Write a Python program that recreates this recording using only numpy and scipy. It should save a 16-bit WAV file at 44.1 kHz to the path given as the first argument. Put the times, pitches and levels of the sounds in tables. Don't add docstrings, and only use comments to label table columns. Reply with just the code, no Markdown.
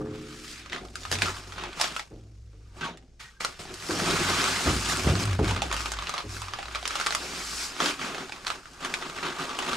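import sys
import numpy as np
from scipy import signal
from scipy.fft import rfft, irfft, next_fast_len
from scipy.io import wavfile
from scipy.ndimage import uniform_filter1d, map_coordinates

SR = 44100
rng = np.random.default_rng(int(sys.argv[2]) if len(sys.argv) > 2 else 0)


def gain_from_db(level_db):
    decades = np.asarray(level_db, float) / 20
    return 10 ** decades


def persist_wave(psi):
    counts = np.round(np.clip(psi, -1, 1) * 32767).astype(np.int16)
    wavfile.write(sys.argv[1], SR, np.atleast_2d(counts).T)


N = 430416


def unit(x):
    return x / np.sqrt(np.mean(x ** 2) + 1e-20)


def along(points, hz):
    f, v = np.transpose(points)
    return np.interp(np.log(hz + 1), np.log(f + 1), v)


def curves(rows):
    s, *cols = np.transpose(rows)
    return [np.interp(np.arange(N) / SR, s, c) for c in cols]


def steps():
    return np.arange(0, N / SR + .002, .002)


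def swells(rows, rise, fall):
    s, hold, *cols = np.transpose(rows)[:, :, None]
    swelling = np.minimum(rise * (steps() - s), 0)
    easing = fall * np.maximum(steps() - s - hold, 0)
    return swelling - easing, cols


def summed(bed_db, events_db):
    power = gain_from_db(2 * np.maximum(events_db, -200)).sum(axis=0)
    return 10 * np.log10(gain_from_db(2 * bed_db) + np.interp(np.arange(N) / SR, steps(), power))


def wobble(rate):
    coarse = np.arange(0, N + 64, 64)
    knots = rng.standard_normal(int(N * rate / SR) + 4)
    return np.interp(np.arange(N), coarse, map_coordinates(knots, [coarse * rate / SR]))


def filtered(x, response):
    m = next_fast_len(N + SR // 2)
    return irfft(rfft(x, m) * response(np.fft.rfftfreq(m, 1 / SR)), m)[..., :N]


def lowpass(f, hz, order=8):
    return 1 / (1 + (f / hz) ** order)


def highpass(f, hz):
    return 1 / (1 + (hz / (f + 1)) ** 8)


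def resonant(modes):
    return lambda f: sum((-1) ** k * gain_from_db(db) * 1j * f * w / (c * c - f * f + 1j * f * w)
                         for k, (c, w, db) in enumerate(modes))


def patchy(patchy_db, size=4):
    z = signal.stft(rng.standard_normal((2, N)), nperseg=256, noverlap=128)[2].astype(np.complex64)
    field = uniform_filter1d(rng.standard_normal(z.shape[1:]), size=size, axis=0)
    field = uniform_filter1d(field, size=6, axis=1)
    return unit(signal.istft(z * gain_from_db(patchy_db * unit(field)), nperseg=256)[1][:, :N])


# (frequency [Hz], likeness [0 to 1])
LIKENESS = [(60, 0.93), (300, 0.95), (640, 1), (1400, 0.93), (3100, 0.46), (7000, 0.86), (15000, 0.23)]


def spread(pair, response):
    turn = lambda hz: np.arccos(np.clip(along(LIKENESS, hz), -1, 1)) / 2
    mid, side = filtered(pair, lambda hz: response(hz) * [np.cos(turn(hz)), np.sin(turn(hz))])
    return unit(np.array([mid + side, mid - side]))


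# (frequency [Hz], density [dB per Hz])
YARD_COLOUR = [(12, -44), (20, 6), (63, -10), (126, -5), (268, -20.5), (510, -19), (891, -65), (5780, -32),
               (9300, -45), (15800, -86)]


def yard_air():
    level_db = -58
    return gain_from_db(level_db) * spread(patchy(patchy_db=-1.0), lambda f: gain_from_db(along(YARD_COLOUR, f)))


# (frequency [Hz], t60 [s])
WALL_DECAY = [(200, 0.41), (1500, 0.087), (5000, 0.11), (12000, 0.059)]


def walls(x):
    out, step = np.zeros((2, N + SR)), SR // 2
    delay = 130
    for start in range(0, N, step):
        hz, t, z = signal.stft(rng.standard_normal((2, SR // 4)), SR, nperseg=256)
        decay = gain_from_db(-60 * t / along(WALL_DECAY, hz)[:, None])
        tail = signal.istft(z * decay, SR, nperseg=256)[1]
        answer = signal.fftconvolve(x[None, start:start + step], tail / np.linalg.norm(tail[0]), axes=1)
        out[:, start + delay:][:, :answer.shape[1]] += answer
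    return out[:, :N]


# (frequency [Hz], level [dB], t60 [s])
PANEL_MODES = [(138.7, 3, 1.54), (168, -8.5, 2.2), (236, 2.5, 1.9), (266, -7, 0.92), (300.6, -2, 2),
               (310.5, 1.5, 1.63), (350, -6, 2.3), (380, -6, 0.93), (425, 1.5, 1.2), (436, -9, 1.4),
               (515, -13, 1.5), (523, -7, 1.2), (566, -40, 0.38)]


def panels(t, upper_db, damp, detune):
    hz, db, t60 = np.transpose(PANEL_MODES)[:, :, None]
    lift, shift, phase = rng.standard_normal((3, len(PANEL_MODES), 1))
    size = gain_from_db(db + upper_db * (hz > 300) + 2 * lift - 60 * t / (damp * t60))
    return np.sum(size * np.sin(2 * np.pi * hz * (1 + detune * shift) * t + phase), axis=0)


# (time [s], hold [s], lowest mode level [dB], second mode level [dB])
NUDGES = [(0, 0.12, -53, -44.5), (.15, 0.56, -54.5, -58), (.82, 0.23, -47.5, -51), (1.1, 0.23, -48, -42.5),
          (1.3, 0.4, -50, -51.5), (1.7, 0.3, -56.5, -74), (2.13, 0.68, -47.5, -50), (2.85, 0.59, -58, -68),
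          (3.6, 0.23, -56, -53), (3.92, 0.61, -45.5, -41), (4.67, 0.12, -33, -35), (4.85, 0.2, -39, -42),
          (5.065, 0.033, -44, -23), (5.14, .035, -40, -22.5), (5.25, 0.087, -37, -22.5),
          (5.4, 0.11, -33, -29.5), (5.6, 0.38, -37.5, -48), (6.25, 0.19, -43.5, -40.5),
          (6.64, 0.16, -44, -59), (6.9, 0.81, -51.5, -63)]
# (lowest mode [dB], second mode [dB])
REST_LEVELS = [-59, -76]
# (time [s], frequency [Hz])
SECOND_MODE = [
    (0, 98.05),
    (2.05, 100),
    (2.1, 106.5),
    (2.9, 105.8),
    (3.5, 97.9),
    (9.76, 99),
]


def rocking():
    shape, modes = swells(NUDGES, rise=802, fall=140)
    low_db, second_db = (summed(rest, shape + db) for rest, db in zip(REST_LEVELS, modes))
    drift = lambda hz, unsteady: np.sin(2 * np.pi * np.cumsum(hz * (1 + unsteady * wobble(22))) / SR)
    low = gain_from_db(low_db + 1.0 + 1.7 * wobble(10)) * drift(56, unsteady=0.0988)
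    second = gain_from_db(second_db + 1.0 + 3.35 * wobble(10)) * drift(curves(SECOND_MODE)[0], unsteady=0.0545)
    return low + second


# (time [s], peak level [dB], upper modes over peak [dB], rise [s])
BLOWS = [(1.111, -29, 3, 0.0039), (1.218, -50, 7, 0.0035), (2.111, -38, 5.5, 0.0041),
         (2.529, -58.5, 15, 0.0018), (3.591, -43, 4.5, 0.005), (3.892, -39.5, 23.5, 0.0024),
         (4.668, -15.5, 2.5, 0.003), (5.037, -19, 2, 0.0065), (5.068, -10.5, -32, 0.0039),
         (5.389, -15, 5.5, 0.0017), (6.24, -34, 6, 0.0034), (7.798, -45.5, 34.5, 0.011)]


def blows():
    out, t = np.zeros(N), np.arange(SR) / SR
    deep = signal.butter(2, [62, 240], "band", fs=SR)
    knock = signal.butter(2, [300, 900], "band", fs=SR)
    out[:SR] += gain_from_db(-45.0) * panels(t, upper_db=7.0, damp=0.96, detune=0)
    out[:SR] += gain_from_db(-21.5 - 60 * t / 1.4) * signal.lfilter(*deep, rng.standard_normal(SR))
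    t = t[:SR // 2]
    sag = np.cumsum(72 + 60 * np.exp(-t / 0.0083)) / SR
    for s, db, upper_db, rise in BLOWS:
        loaded = s > 3.5
        thud, slap = rng.standard_normal((2, len(t)))
        push = gain_from_db(-17.5) * panels(t, upper_db, .18 if loaded else .4, detune=0.0284)
        push += gain_from_db(8.5 - 60 * t / 0.74) * signal.lfilter(*deep, thud)
        push += gain_from_db(upper_db - 1.0 - 60 * t / 0.13) * signal.lfilter(*knock, slap)
        push += gain_from_db(-3.5 - 60 * t / 0.21) * loaded * np.sin(2 * np.pi * sag)
        out[round(s * SR):][:len(t)] += gain_from_db(db) * push * (1 - np.exp(-t / rise))
    return out


# (time [s], length [s], pitch [Hz], level [dB])
SINGING = [(2.812, .03, 1520, -37), (2.827, 0.049, 1396, -38), (2.83, 0.046, 1140, -39.5),
           (2.838, 0.09, 924, -47), (3.21, 0.082, 1500, -55), (3.35, .045, 1560, -61),
           (3.697, 0.055, 370, -43), (4.267, 0.07, 1070, -36), (3.214, .08, 1910, -50),
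           (5.399, 0.045, 380, -36), (1.252, 0.045, 1330, -39)]


def singing():
    out, edge_s = np.zeros(N), 0.004
    sag = 0.082
    for s, length, hz, db in SINGING:
        t = np.arange(round((length + 6 * edge_s) * SR)) / SR
        knots = rng.standard_normal((2, 12))
        stray, size = (np.interp(t, np.arange(12) / 85, k) for k in knots)
        shape = (1 - np.exp(-t / edge_s)) * np.exp(-np.maximum(t - length, 0) / edge_s)
        tone = np.sin(2 * np.pi * np.cumsum(hz * (1 - sag * t + 0.023 * stray)) / SR)
        out[round(s * SR):][:len(t)] += gain_from_db(db) * (0.84 + size) * shape * tone
    return out


def snaps(creases):
    out, t = np.zeros((2, N + SR)), np.arange(SR // 20) / SR
    sheet = signal.butter(2, [560, 4200], "band", fs=SR)
    bright = signal.butter(2, [3600, 9500], "band", fs=SR)
    fade = lambda t60: gain_from_db(-60 * t / t60)
    flap_fade = 1.02 * fade(0.0038) + 0.92 * fade(0.018) + 0.12 * fade(0.17)
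    crack_fade = fade(0.013) + 0.079 * fade(0.028)
    onset = 1 - np.exp(-t / 0.00024)
    for s, db, crease_hz, bright_db in creases:
        dull, sharp = rng.standard_normal((2, len(t)))
        panel = 1.3 * np.sin(2 * np.pi * crease_hz * t) * fade(15 / crease_hz) * (1 - np.exp(-t * crease_hz))
        flap = 0.91 * signal.lfilter(*sheet, dull) * flap_fade
        crack = gain_from_db(bright_db + 2.0) * signal.lfilter(*bright, sharp) * crack_fade
        side = gain_from_db((1.1 * sharp[0] - 1.2) * np.array([[.5], [-.5]]))
        out[:, round(s * SR):][:, :len(t)] += gain_from_db(db - 5.5) * side * (panel + flap + crack) * onset
    return out[:, :N]


# (time [s], peak level [dB], crease pitch [Hz],
# brightness [dB])
MORE_TICKS = [(0.885, -31, 3390, -18), (1.258, -19, 1340, -18), (1.369, -24, 1140, -18), (1.437, -27, 1360, -18),
              (1.56, -30, 1410, -18), (1.717, -34, 1340, -18), (1.73, -21, 2430, -18), (3.575, -37, 1280, -18),
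              (3.653, -24, 818, -18), (3.693, -33, 1200, -18), (6.828, -18.5, 730, -16), (7.72, -22, 1350, -18),
              (7.765, -19, 1260, -18), (7.877, -15, 1500, -18), (7.994, -21, 1250, -18), (8.207, -24, 1310, -18),
              (8.295, -20, 830, -18), (8.448, -19, 1520, -18), (8.479, -10, 2040, -16), (8.908, -23, 1190, -18),
              (9.547, -25, 1290, -18)]


def more_ticks():
    return gain_from_db(-2.0) * snaps(MORE_TICKS)


# (time [s], peak level [dB], crease pitch [Hz], brightness [dB])
TICKS = [(0.6602, -29.5, 1200, -19), (0.698, -27, 3450, -22), (0.7525, -30, 1250, -23),
         (0.7618, -25, 1370, -28), (0.7822, -27, 1180, -27), (0.8517, -32, 1320, -21),
         (1.033, -25.5, 4350, -7), (3.7408, -33, 1550, 7.5), (3.8243, -25.5, 2380, -11),
         (4.0946, -19, 1180, -8), (4.779, -36, 1360, -16), (4.8589, -17, 3190, -10),
         (4.872, -26, 1290, -16), (4.9035, -16.5, 1280, -16), (4.9705, -21, 1290, 4),
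         (5.3306, -24.5, 2120, -1.5), (5.4844, -24, 840, -5), (5.714, -15.5, 1100, -19),
         (5.7419, -15.5, 1260, -6), (5.9366, -20.5, 1520, -12), (5.9698, -26, 1130, -24),
         (6.0706, -18.5, 2600, -21), (6.167, -28, 1200, -20), (6.1857, -21, 1090, -23),
         (6.294, -30.5, 1070, -10), (6.3664, -28, 1460, -14), (6.5879, -21, 770, -22),
         (6.6285, -24, 1340, -25), (6.6556, -24.5, 1030, -26), (6.683, -26, 1270, -19),
         (6.712, -29, 1320, -16), (8.0146, -22, 1250, -31), (8.1464, -21, 1620, -20),
         (8.1818, -23, 1270, -18), (8.3622, -31, 1150, -17), (8.6564, -30.5, 1350, -24),
         (8.734, -41, 1290, 2), (8.8275, -26, 1280, -24), (9.0246, -22, 1290, -26),
         (9.0982, -24, 1280, -17), (9.1775, -29, 1240, -19), (9.494, -25, 1210, -17),
         (9.625, -20, 950, -19), (9.6776, -24, 920, -15), (9.7313, -16.5, 1370, -15)]


def ticks():
    return gain_from_db(3.5) * snaps(TICKS)


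# (time [s], peak level [dB],
# crease pitch [Hz], brightness [dB])
CREASES = [(0.7305, -14.5, 2030, -28), (0.9555, -17.5, 1500, -3), (1.052, -16.5, 1230, -33),
           (1.1151, -9, 3300, -2.5), (1.1257, -8, 1740, -7), (1.1383, -17.5, 3900, 3),
           (1.154, -11.5, 2570, -27), (1.1867, -12.5, 2500, -13), (1.2200, -2, 2400, -15),
           (1.2834, -16, 1260, -16), (1.522, -20.5, 1380, -29), (1.5818, -20, 1290, -36),
           (1.6372, -17.5, 880, -29.5), (1.7983, -12.5, 826, -10), (1.8128, -1.5, 3880, -4.5),
           (1.8422, -5.5, 2540, -30), (1.9639, -13, 1370, -13), (1.9949, -11.5, 2390, -26),
           (2.8105, -19, 1530, -20), (2.973, -32.5, 3350, -5), (3.1991, -44, 2830, -26.5),
           (3.407, -14, 2010, -11), (3.4478, -9, 1320, -4), (3.908, -12, 1600, -24),
           (4.4409, -6, 3930, -6.5), (4.5605, -12.5, 2020, -28), (5.1536, -12.5, 1120, -18),
           (5.2535, -15.5, 1300, -1), (5.444, -12, 2300, -31), (5.5091, -10, 950, -16),
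           (5.5636, -11.5, 1220, -23), (5.6198, -10, 790, -6.5), (5.7265, -10.5, 1440, -4.5),
           (5.7655, -13, 2570, -7.5), (5.805, -17.5, 1150, -21), (5.8576, -9.5, 1270, -14),
           (5.9183, -15, 1580, -0.5), (5.9877, -15.5, 1180, -33), (6.023, -17.5, 1100, -28),
           (6.094, -12.5, 1280, -7), (6.1394, -10.5, 1180, -35), (6.1795, -11, 3020, -32),
           (6.204, -16, 1250, -29),
           (6.418, -16, 1180, -6.5), (6.4832, -18.5, 1180, -28), (6.5358, -14, 1180, -34),
           (6.7492, -11.5, 2520, -32), (6.7558, -10.5, 1250, -31), (6.8543, -9, 2940, -16),
           (6.8768, -16, 4700, 4), (6.9545, -9.5, 1290, -8), (6.907, -13.5, 1300, -15),
           (6.999, -9.5, 1330, -9), (7.012, -12.5, 1460, -11), (7.063, -8, 1330, -9),
           (7.068, -5.5, 1280, -9.5), (7.1067, -10, 4450, -23), (7.124, -8, 1380, -13),
           (7.1492, -9, 1240, 1.5), (7.8027, -5.5, 1330, -34), (7.859, -7, 1520, -10),
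           (8.322, -16, 2540, -33), (8.468, -9, 3280, -33), (8.5022, -9, 1260, -34), (8.848, -14, 1150, -7),
           (8.9396, -6, 2400, -16), (9.2322, -18.5, 1180, -43), (9.5887, -9, 2870, -8)]


def creases():
    return snaps(CREASES)


def buckling(rate, scatter_db, t60):
    chance = rate / SR * gain_from_db(4.5 * wobble(18))
    sizes = gain_from_db(scatter_db * np.minimum(rng.exponential(size=N), 4))
    folds = (rng.random(N) < chance) * sizes
    return unit(signal.lfilter([1], [1, -gain_from_db(-60 / (t60 * SR))], folds))


# (time [s], rustle level [dB], crinkle of buckling over sliding powder [dB],
# cupping, the ring of the folded sheet [dB], slack, boom over rustle [dB])
GRIP = [(0, -47.5, 8.5, 20, 5), (.22, -48.5, 5, -8, -7), (.55, -44, 2, -19, -17), (.88, -57.5, 6, -17, 4),
        (1.25, -51.5, 3.5, 4.5, -2.5), (1.95, -39.5, 4.5, 0, -8.5), (2.09, -59.5, 9, -6, -9),
        (2.43, -71, 6, -12.5, -1), (2.75, -69.5, -18, 8, -4.5), (3.04, -70.5, 9.5, -8, 12.5),
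        (3.38, -75, -3.5, 2.5, -13), (3.6, -59, 0, -4, -20), (3.94, -33.5, 1.5, 2, -1.5),
        (4.35, -28, -5.5, 0.5, -7.5), (5.4, -44.5, 7.5, 1, -6), (6.26, -48, 4, 3, -9),
        (7.5, -43, -16, -3, -9), (8.65, -52.5, 1, 5.5, -3.5), (9.76, -40.5, 5, 5, 0.5)]
# (time [s], flow level [dB])
FLOW = [(0, -59.5), (.515, -42.5), (.68, -58), (1.55, -50.5), (2.07, -60), (2.49, -71.5), (3.4, -75),
        (3.55, -65), (3.92, -33.5), (4.67, -32.5), (5.4, -47), (6.66, -52), (7.09, -42.5), (7.285, -42.5),
        (7.65, -36.5), (7.74, -49.5), (8.6, -55.5), (9.76, -41)]
# (time at full strength [s], hold [s], rustle level [dB], hiss over rustle [dB], boom over rustle [dB])
PULLS = [(.755, 0.015, -42, -24, 0.5), (.825, 0.028, -59.5, -20, 15.5), (1.116, 0.041, -37, -1.5, -8),
         (1.225, 0.068, -30.5, -6, -8), (1.36, 0.01, -40, -1.5, -15), (1.59, 0.0092, -37, -47, -8),
         (1.645, 0.015, -37.5, -46, -5.5), (1.814, 0.043, -29.5, -2.5, -20), (1.966, 0.0098, -42.5, 4, -14),
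         (2.775, 0.026, -56, -3, 4.5), (2.85, 0.0052, -35.5, -14, -8), (2.89, 0.041, -64.5, -20, 18),
         (3.69, 0.022, -44.5, -11, 3), (4.0, 0.15, -33.5, -9, -1), (4.665, 0.04, -30, -7, -3),
         (4.89, 0.033, -29, -1, -11), (5.0, 0.23, -33.5, -1.5, -3.5), (5.259, 0.063, -35, -8, -4),
         (5.485, 0.019, -27, -7, -9), (5.71, 0.028, -36, -11, -13), (5.793, 0.093, -35.5, -2.5, -14),
         (5.97, 0.22, -37, -10, -12), (6.315, 0.07, -45.5, 3, -6), (6.42, 0.052, -43, -5, -21),
         (6.53, .07, -43, -22, -12), (6.63, 0.039, -59, -28, -5), (6.755, 0.019, -42, -22, -24),
         (6.905, 0.14, -38.5, -8, -17), (7.2, 0.23, -43.5, -16, -2.5), (7.603, 0.057, -43, 0, -23),
         (7.821, 0.071, -30.5, -5, -7.5), (8.02, 0.047, -35.5, -8.5, -5.5), (8.082, 0.14, -41, -8.5, 0.5),
         (8.332, 0.22, -49, -6.5, -2), (8.84, 0.022, -36, -14, -7.5), (9.025, 0.037, -38.5, -22, -6),
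         (9.18, .02, -35.5, -28, -10), (9.41, 0.015, -31.5, -11, -10), (9.5, 0.067, -35, -25, -8),
         (9.685, 0.045, -31.5, -16, -4.5)]
# (time [s], fade [dB per s], rustle level [dB], hiss over rustle [dB], boom over rustle [dB])
JERKS = [(0.724, 300, -32, -16, -11), (.954, 33, -48, 2, -9), (2.109, 88, -71.5, -13, 24.5),
         (2.812, 148, -37.5, -36, -5), (3.199, 159, -41, -4, -20), (3.406, 100, -36.5, -3.5, -10),
         (3.594, 64, -46.5, 0, 0.5), (5.07, 139, -27.5, -62, 2.5), (5.392, 50, -40, -8, 7),
         (5.562, 154, -28.5, -15, -5), (5.619, 197, -34, -3, -2), (6.75, 350, -36, -67, -32),
         (8.466, 142, -34, -5, -14), (8.807, 11, -41, -5, -3.5), (9.229, 89, -27.5, -20, -7),
         (9.39, 68, -43, -17, -12), (9.588, 25, -34.5, -11, -7)]


def moves():
    grip_db, _, _, slack_db = curves(GRIP)
    pulls, pull = swells(PULLS, rise=319, fall=226)
    s, fade, *jerk = np.transpose(JERKS)[:, :, None]
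    jerks = np.where(steps() < s, 4000, -fade) * (steps() - s)
    rustle_db, hiss_over, boom_over = (np.vstack(pair) for pair in zip(pull, jerk))
    rustle_db = rustle_db + np.vstack([pulls, jerks])
    rustle = summed(grip_db, rustle_db)
    hiss = summed(curves(FLOW)[0], rustle_db + hiss_over)
    boom = summed(grip_db + slack_db, rustle_db + boom_over)
    return rustle, hiss, boom


# (frequency [Hz], density [dB per Hz])
SHEET_COLOUR = [(550, -13), (800, -10), (1050, -5), (1300, 1), (1800, -3), (2500, -1.5), (3500, -3.5),
                (5200, -7), (7000, 10.5), (12000, -65)]
# (frequency [Hz], density [dB per Hz])
FINES_COLOUR = [(2060, -28), (3500, 2), (5270, -1.5), (6060, -6), (7600, -6.5), (9420, -11.5),
                (11700, -16.5), (13200, -16), (15800, -26)]
# (frequency [Hz], width [Hz], level [dB])
SACK_MODES = [(155, 29, 1.5), (266, 30, -2), (364, 49, -1), (736, 130, -6.5)]
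# (frequency [Hz], width [Hz], level [dB])
CUP_MODES = [(849, 134, 0), (1180, 143, 2.5), (1550, 295, -3.5)]


def sack():
    rustle_db, hiss_db, boom_db = moves()
    crinkle, cupping = gain_from_db(curves(GRIP)[1:3])
    folds = buckling(rate=200, scatter_db=1.5, t60=0.018)
    gate = (4.0 + crinkle * folds) / np.sqrt(1 + crinkle + crinkle ** 2)
    stir = gate * gain_from_db(0.64 * wobble(25))

    sheet = spread(stir * patchy(patchy_db=2.0, size=2),
                   lambda f: gain_from_db(along(SHEET_COLOUR, f)) * lowpass(f, 4800))
    cup = spread(stir * gain_from_db(0.33 * wobble(30)) * patchy(patchy_db=2, size=1),
                 lambda f: resonant(CUP_MODES)(f) * highpass(f, 750))
    fines = spread(stir * patchy(patchy_db=1.5),
                   lambda f: gain_from_db(along(FINES_COLOUR, f)) * highpass(f, 4200))
    body = spread(stir ** 0.78 * patchy(patchy_db=2.5),
                  lambda f: resonant(SACK_MODES)(f) * lowpass(f, 1000, order=4) * highpass(f, 135))

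    emptied = np.clip((np.arange(N) / SR - 5.4) / 4.9, 0, .55)
    body = body - emptied * filtered(body, lambda f: lowpass(f, 210))
    taut = 1 - np.clip(gain_from_db(0.57 * (boom_db - rustle_db) + 3.0), 0, 1.6)
    sheet = sheet - taut * filtered(sheet, lambda f: lowpass(f, 1020))
    paper = (1.195 * sheet + .6 * cupping * cup) / np.sqrt(1.5 + .36 * cupping ** 2)
    return gain_from_db(rustle_db) * paper + gain_from_db(hiss_db - 0.82) * fines + gain_from_db(boom_db) * body


def scene():
    snapping = creases() + ticks()
    echo = gain_from_db(-4.0) * walls(snapping.mean(axis=0))
    tub = rocking() + blows()
    return yard_air() + echo + tub + singing() + more_ticks() + snapping + sack()


def top_cut(x):
    return signal.sosfilt(signal.butter(12, 15840, fs=SR, output="sos"), x)


# (frequency [Hz], left over right [dB])
PORT_BALANCE = [(3000, 0), (8000, 0.5), (13000, 5)]
# (frequency [Hz], left leads by [radians])
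PORT_LEAD = [(300, -0.017), (950, -0.85), (2300, -0.42), (5200, 0.17), (12000, 1)]


def record(dry):
    sides = np.array([[.5], [-.5]])
    band = lambda f: (f < 15830) * lowpass(f, 13000, order=6)
    balance = lambda f: gain_from_db(sides * along(PORT_BALANCE, f))
    lead = lambda f: np.exp(1j * sides * along(PORT_LEAD, f))
    mix = filtered(dry, lambda f: balance(f) * lead(f) * band(f))
    return top_cut(mix)


dry = scene()
out = record(dry)
persist_wave(out)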